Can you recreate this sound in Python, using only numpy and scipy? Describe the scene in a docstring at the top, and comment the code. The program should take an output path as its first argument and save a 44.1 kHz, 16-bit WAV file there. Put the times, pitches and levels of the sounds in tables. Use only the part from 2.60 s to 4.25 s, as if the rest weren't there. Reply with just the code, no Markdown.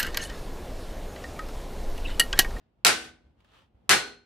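"""The tail of an earlier contact dies away over a quiet low floor, then a mallet hits sheet steel clamped over
a bending edge twice, in a home garage, close to a small stereo recorder. Each blow cracks and the sheet chatters
against the edge: noise shaped in bands that decay with the room, plus decaying sines for distinct pitched modes.
Between the blows a sleeve or glove rustles: coloured noise with a grainy level and small ticks."""
import sys
import numpy as np
from scipy import signal
from scipy.fft import rfft, irfft
from scipy.io import wavfile
from scipy.ndimage import uniform_filter1d

SR = 44100
rng = np.random.default_rng(int(sys.argv[2]) if len(sys.argv) > 2 else 0)


def store_wav(level_fs):
    """Save 16-bit WAV to argv[1]."""
    pcm = np.round(np.clip(np.atleast_2d(level_fs), -1, 1) * 32767)
    wavfile.write(sys.argv[1], SR, pcm.T.astype(np.int16))


def undo_db(level):
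    """Turn decibels back into plain size, where 20 dB means ten times bigger."""
    steps = np.asarray(level, float) / 20
    return 10 ** steps


N = 72765  # samples in the scene


def evened(x):
    """Normalisation: scales to rms 1."""
    return x / np.sqrt(np.mean(x ** 2) + 1e-20)


def read(points, hz):
    """Interpolation on a log-frequency axis: reads a table of (frequency_hz, value)."""
    f, value = np.transpose(points)
    return np.interp(np.log(hz + 1), np.log(f + 1), value)


def add(mix, start_s, sound):
    """Superposition: mixes a stereo sound in; a negative start leaves only its later part."""
    at = round(start_s * SR)
    sound = sound[:, max(-at, 0):]
    part = mix[:, max(at, 0):][:, :sound.shape[1]]
    part += sound[:, :part.shape[1]]


def stereo_noise(size, tone, likeness):
    """Partial coherence: the right spectrum shares part of the left; both coloured by tone, rms 1."""
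    hz = np.fft.rfftfreq(size, 1 / SR)
    left, other = rfft(rng.standard_normal((2, size)))
    shared = np.clip(read(likeness, hz), -1, 1)
    right = shared * left + np.sqrt(1 - shared ** 2) * other
    gain = undo_db(np.maximum(read(tone, hz), -100))
    return hz, np.array([left, right]) * gain / np.sqrt(np.mean(gain ** 2))


# Relative power spectrum of the dense clang: frequency_hz, density_db_per_hz
CLANG_TONE = [(24, -57.5), (40, -29), (277, -14), (348, -9.5), (561, -9.5), (818, -7.5), (882, -10.5),
              (1500, -5.5), (1700, -7), (1830, -6), (9610, -17), (14000, -32), (16300, -77)]
# Decay of the sheet's modes: frequency_hz, t60_s
SHEET_DECAY = [(60, .2), (200, .25), (500, .25), (1200, 0.25), (2500, 0.27), (5000, 0.31), (9000, 0.24),
               (15000, 0.19)]
# Decay of the room: frequency_hz, t60_s
ROOM_DECAY = [(60, .4), (250, .7), (1000, .5), (4000, 0.49), (9000, 0.42), (15000, .21)]
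# Room level relative to the clang: frequency_hz, level_db
ROOM_LEVEL = [(60, -15.5), (250, -14), (1000, -14.5), (4000, -12.5), (9000, -21), (15000, -16.5)]
# Time constant of the clang's onset: frequency_hz, rise_s
CLANG_RISE = [(60, 0.0082), (300, 0.004), (1000, 0.0063), (4000, .001)]
# Relative power spectrum of the crack: frequency_hz, density_db_per_hz
CRACK_TONE = [(100, -33), (500, -8), (1500, -1), (3000, -2), (6000, -4), (10000, -8.5), (14000, -15.5),
              (16300, -28)]
# Left-right coherence of clang and crack: frequency_hz, likeness (no unit)
CLANG_LIKENESS = [(60, 0.24), (130, 0.84), (290, 0.24), (640, 0.098), (1410, 0.28), (3100, 0.3),
                  (6820, 0.041), (15000, 0.86)]
# Stereo balance of the clang: frequency_hz, left_minus_right_db
CLANG_BALANCE = [(60, -2), (180, 0.5), (550, -1.0), (1650, 0.5), (4970, 1.5), (15000, 1.5)]


def clang(level_db, tilt_db_per_octave, crack_db):
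    """High modal density: close modes act as noise; after a short crack each band rises and dies at its own speed."""
    size = 32768
    crack_t60_s, crack_rise_s = 0.017, 0.0003
    t = np.arange(size) / SR

    hz, spectrum = stereo_noise(size, CLANG_TONE, CLANG_LIKENESS)
    # close modes gather in peaks and gaps, 3.5 dB rms about a 1 dB lift
    clumps = evened(uniform_filter1d(rng.standard_normal(len(hz)), size=20))
    spectrum = spectrum * undo_db(3.5 * clumps + 1.0)
    pan = undo_db(read(CLANG_BALANCE, hz) / 2)
    tilted_db = level_db + tilt_db_per_octave * np.log2((hz + 1) / 2000)
    spectrum = spectrum * undo_db(tilted_db) * np.array([pan, 1 / pan])

    crack_noise = irfft(stereo_noise(size, CRACK_TONE, CLANG_LIKENESS)[1])
    out = crack_noise * undo_db(crack_db - 60 * t / crack_t60_s) * (1 - np.exp(-t / crack_rise_s))

    mids_hz = np.geomspace(60, 15000, num=9)
    for k, mid_hz in enumerate(mids_hz):
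        # overlapping triangular bands on the log-frequency axis
        share = np.interp(np.log(hz + 1), np.log(mids_hz), np.arange(len(mids_hz)) == k)
        sheet = undo_db(-60 * t / read(SHEET_DECAY, mid_hz))
        room = undo_db(read(ROOM_LEVEL, mid_hz) - 60 * t / read(ROOM_DECAY, mid_hz))
        rise = 1 - np.exp(-t / abs(read(CLANG_RISE, mid_hz)))
        out = out + irfft(spectrum * share) * np.sqrt(sheet ** 2 + room ** 2) * rise
    return out


# Mallet blows and the chatter of the sheet after them; a negative start lies before the scene:
# start_s, level_db, treble_tilt_db_per_octave, crack_db
CONTACTS = [(0.2486, -18.5, -0.5, -6), (0.2517, -25, -.5, -17), (0.2581, -21.5, 0, -14.5),
            (0.2656, -20, 2, -7), (0.2767, -25.5, -3, -13.5), (0.315, -38, 0, -38.5),
            (0.375, -48.5, 1.5, -45.5), (0.410, -44.5, -1, -53), (0.443, -49.5, 0, -43),
            (1.2929, -21, -1, -8), (1.2967, -22, 0, -16), (1.3046, -19.5, 1.5, -24.5),
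            (1.3110, -18.5, -1, -19), (1.3280, -28, -1.5, -24), (1.345, -35, -4.5, -32),
            (1.40, -49, -1.5, -43), (1.47, -50, -2, -59), (-0.30, -20, -2, -19)]
# Full blows, each on its own spot: start_s
BLOWS = [0.2486, 1.2932]


def steel():
    """Impact excitation: every contact clangs; the full blows also set the distinct pitched modes going."""
    out = np.zeros((2, N))
    for start_s, level_db, tilt_db_per_octave, crack_db in CONTACTS:
        add(out, start_s, clang(level_db, tilt_db_per_octave, crack_db))
    for spot, start_s in enumerate(BLOWS):
        add(out, start_s, rings(spot))
    return out


# Relative power spectrum of the floor: frequency_hz, density_db_per_hz
FLOOR_TONE = [(12, -40.5), (30, -19.5), (55, -1), (75, -3.5), (120, -9), (250, -13), (500, -20.5),
              (800, -21.5), (1100, -29), (1600, -34.5), (3200, -38), (6300, -53.5), (13000, -60),
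              (16000, -66)]
# Floor level over time, before a fixed lift: time_s, level_before_lift_db
FLOOR_COURSE = [(0.0, -72.5), (0.348, -66.5), (1.074, -70.5), (1.286, -64.5), (1.65, -73.5)]
# Left-right coherence of the floor: frequency_hz, likeness (no unit)
FLOOR_LIKENESS = [(60, 0.95), (180, 0.82), (550, 0.35), (1650, 0.17), (4970, 0.1), (15000, 0.18)]


def floor():
    """Broadband noise weighted to low frequencies: the rumble of the garage and faint hiss."""
    time_s, level_db = np.transpose(FLOOR_COURSE)
    noise = irfft(stereo_noise(N + 1, FLOOR_TONE, FLOOR_LIKENESS)[1])[:, :N]
    lift_db = 8.5
    return noise * undo_db(np.interp(np.arange(N) / SR, time_s, level_db) + lift_db)


# Distinct pitched modes of sheet and edge bar: pitch_hz
MODE_PITCH = [72, 175, 245, 328, 409, 490, 700, 736, 828, 1039, 1320, 1476, 1529, 1626, 1800, 1871, 2045,
              2270, 2392, 2621, 2878, 3141, 3827, 4201, 4384, 4737]
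# The same modes in order, some short, some longer: t60_s, level_at_spot_0_db, level_at_spot_1_db
MODE_RING = [(.15, -52, -35.5), (.25, -33.5, -31), (.85, -42, -44.5), (.75, -39.5, -44.5),
             (0.7, -45.5, -37), (.5, -38, -35.5), (.2, -41, -29.5), (.55, -37.5, -37), (0.26, -31.5, -27),
             (.2, -25.5, -24.5), (.2, -19, -19), (0.47, -28.5, -23.5), (.5, -27, -30), (.25, -36, -19),
             (.22, -26.5, -22.5), (.2, -29.5, -21), (.22, -28, -24), (.22, -27, -28), (.22, -32, -44.5),
             (.2, -29.5, -40), (.22, -30.5, -32), (.2, -26.5, -33.5), (0.18, -22, -48.5), (.55, -54.5, -29),
             (.22, -37, -23), (.15, -34.5, -38.5)]


def rings(spot):
    """Modal superposition: decaying sines, each reaching the two microphones with its own phase."""
    t = np.arange(32768) / SR
    rise_s, phase_spread_rad = 0.012, 0.27
    hz = np.array(MODE_PITCH)[:, None]
    t60_s, *levels_db = np.transpose(MODE_RING)[:, :, None]
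    left_phase = rng.uniform(0, 2 * np.pi, (len(MODE_RING), 1))
    phase_offset = phase_spread_rad * rng.standard_normal((len(MODE_RING), 1))
    # axes: microphone, mode, time
    phase = left_phase + np.array([0, 1])[:, None, None] * phase_offset
    envelope = undo_db(levels_db[spot] - 60 * t / t60_s) * (1 - np.exp(-t / rise_s))
    return (envelope * np.sin(2 * np.pi * hz * t + phase)).sum(1)


# Level course of the scuff: time_s, level_db
RUSTLE_COURSE = [(0.74, -84), (0.80, -72), (0.84, -68.5), (0.86, -64.5), (0.901, -61.5), (0.956, -56.5),
                 (1.01, -59), (1.04, -65), (1.08, -73), (1.138, -91)]
# Relative power spectrum of the cloth: frequency_hz, density_db_per_hz
CLOTH_TONE = [(200, -12.5), (500, -5.5), (900, -4.5), (1250, -3), (1750, -8), (2300, -9.5), (3190, -5.5),
              (3900, -12), (4990, -18.5), (14000, -35)]
# Small ticks in the scuff: start_s, level_db
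CLOTH_TICKS = [(0.8046, -59.5), (0.8459, -58.5), (0.9064, -70), (0.9297, -74), (0.9437, -61.5),
               (0.9874, -66)]


def rustle():
    """Granular friction: many cloth grains in a soft scuff, with a few small ticks, while the arm lifts."""
    grains_per_s, grain_db, lump_s, tick_t60_s, likeness = 2500, 1, 0.0078, 0.04, 0.3
    t = np.arange(N) / SR
    noise = irfft(stereo_noise(N + 1, CLOTH_TONE, [(100, likeness), (9000, likeness)])[1])[:, :N]

    sizes = undo_db(grain_db * np.minimum(rng.exponential(1, N), 4))
    grains = sizes * (rng.random(N) < grains_per_s / SR)
    lumps = evened(signal.lfilter([1], [1, -np.exp(-1 / (lump_s * SR))], grains))

    time_s, course_db = np.transpose(RUSTLE_COURSE)
    level = lumps * undo_db(np.interp(t, time_s, course_db, left=-120, right=-120))
    for start_s, tick_db in CLOTH_TICKS:
        level = level + (t > start_s) * undo_db(tick_db - 60 * abs(t - start_s) / tick_t60_s)
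    return noise * level


def scene():
    """Linear superposition of steel, rustle and floor."""
    return steel() + rustle() + floor()


def band_limit(x):
    """A steep low-pass at the top of the band."""
    return signal.sosfilt(signal.butter(12, 16450, fs=SR, output="sos"), x)


def record(dry):
    """Downward expansion: a soft noise gate makes tails fall away faster at the end; then a band limit."""
    gate_below_db, gate_slope, gate_depth_db, gate_sense_s = -45.5, 0.44, 8.5, 0.015
    keep = np.exp(-1 / (gate_sense_s * SR))
    instant_power = (dry ** 2).mean(0)
    slow_power = signal.lfilter([1 - keep], [1, -keep], instant_power)
    # the short average lets the gate open quickly
    power = np.maximum(slow_power, uniform_filter1d(instant_power, size=128))
    power_db = 10 * np.log10(power + 1e-12)
    cut_db = np.clip(gate_slope * (gate_below_db - power_db), 0, gate_depth_db)
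    gated = dry / undo_db(uniform_filter1d(cut_db, size=128))

    low_pass = signal.firwin(255, 16400, window=("kaiser", 9), fs=SR)  # edge in Hz
    mix = signal.oaconvolve(gated, low_pass[None], "same", axes=1)
    return band_limit(mix)


dry = scene()
out = record(dry)
store_wav(out)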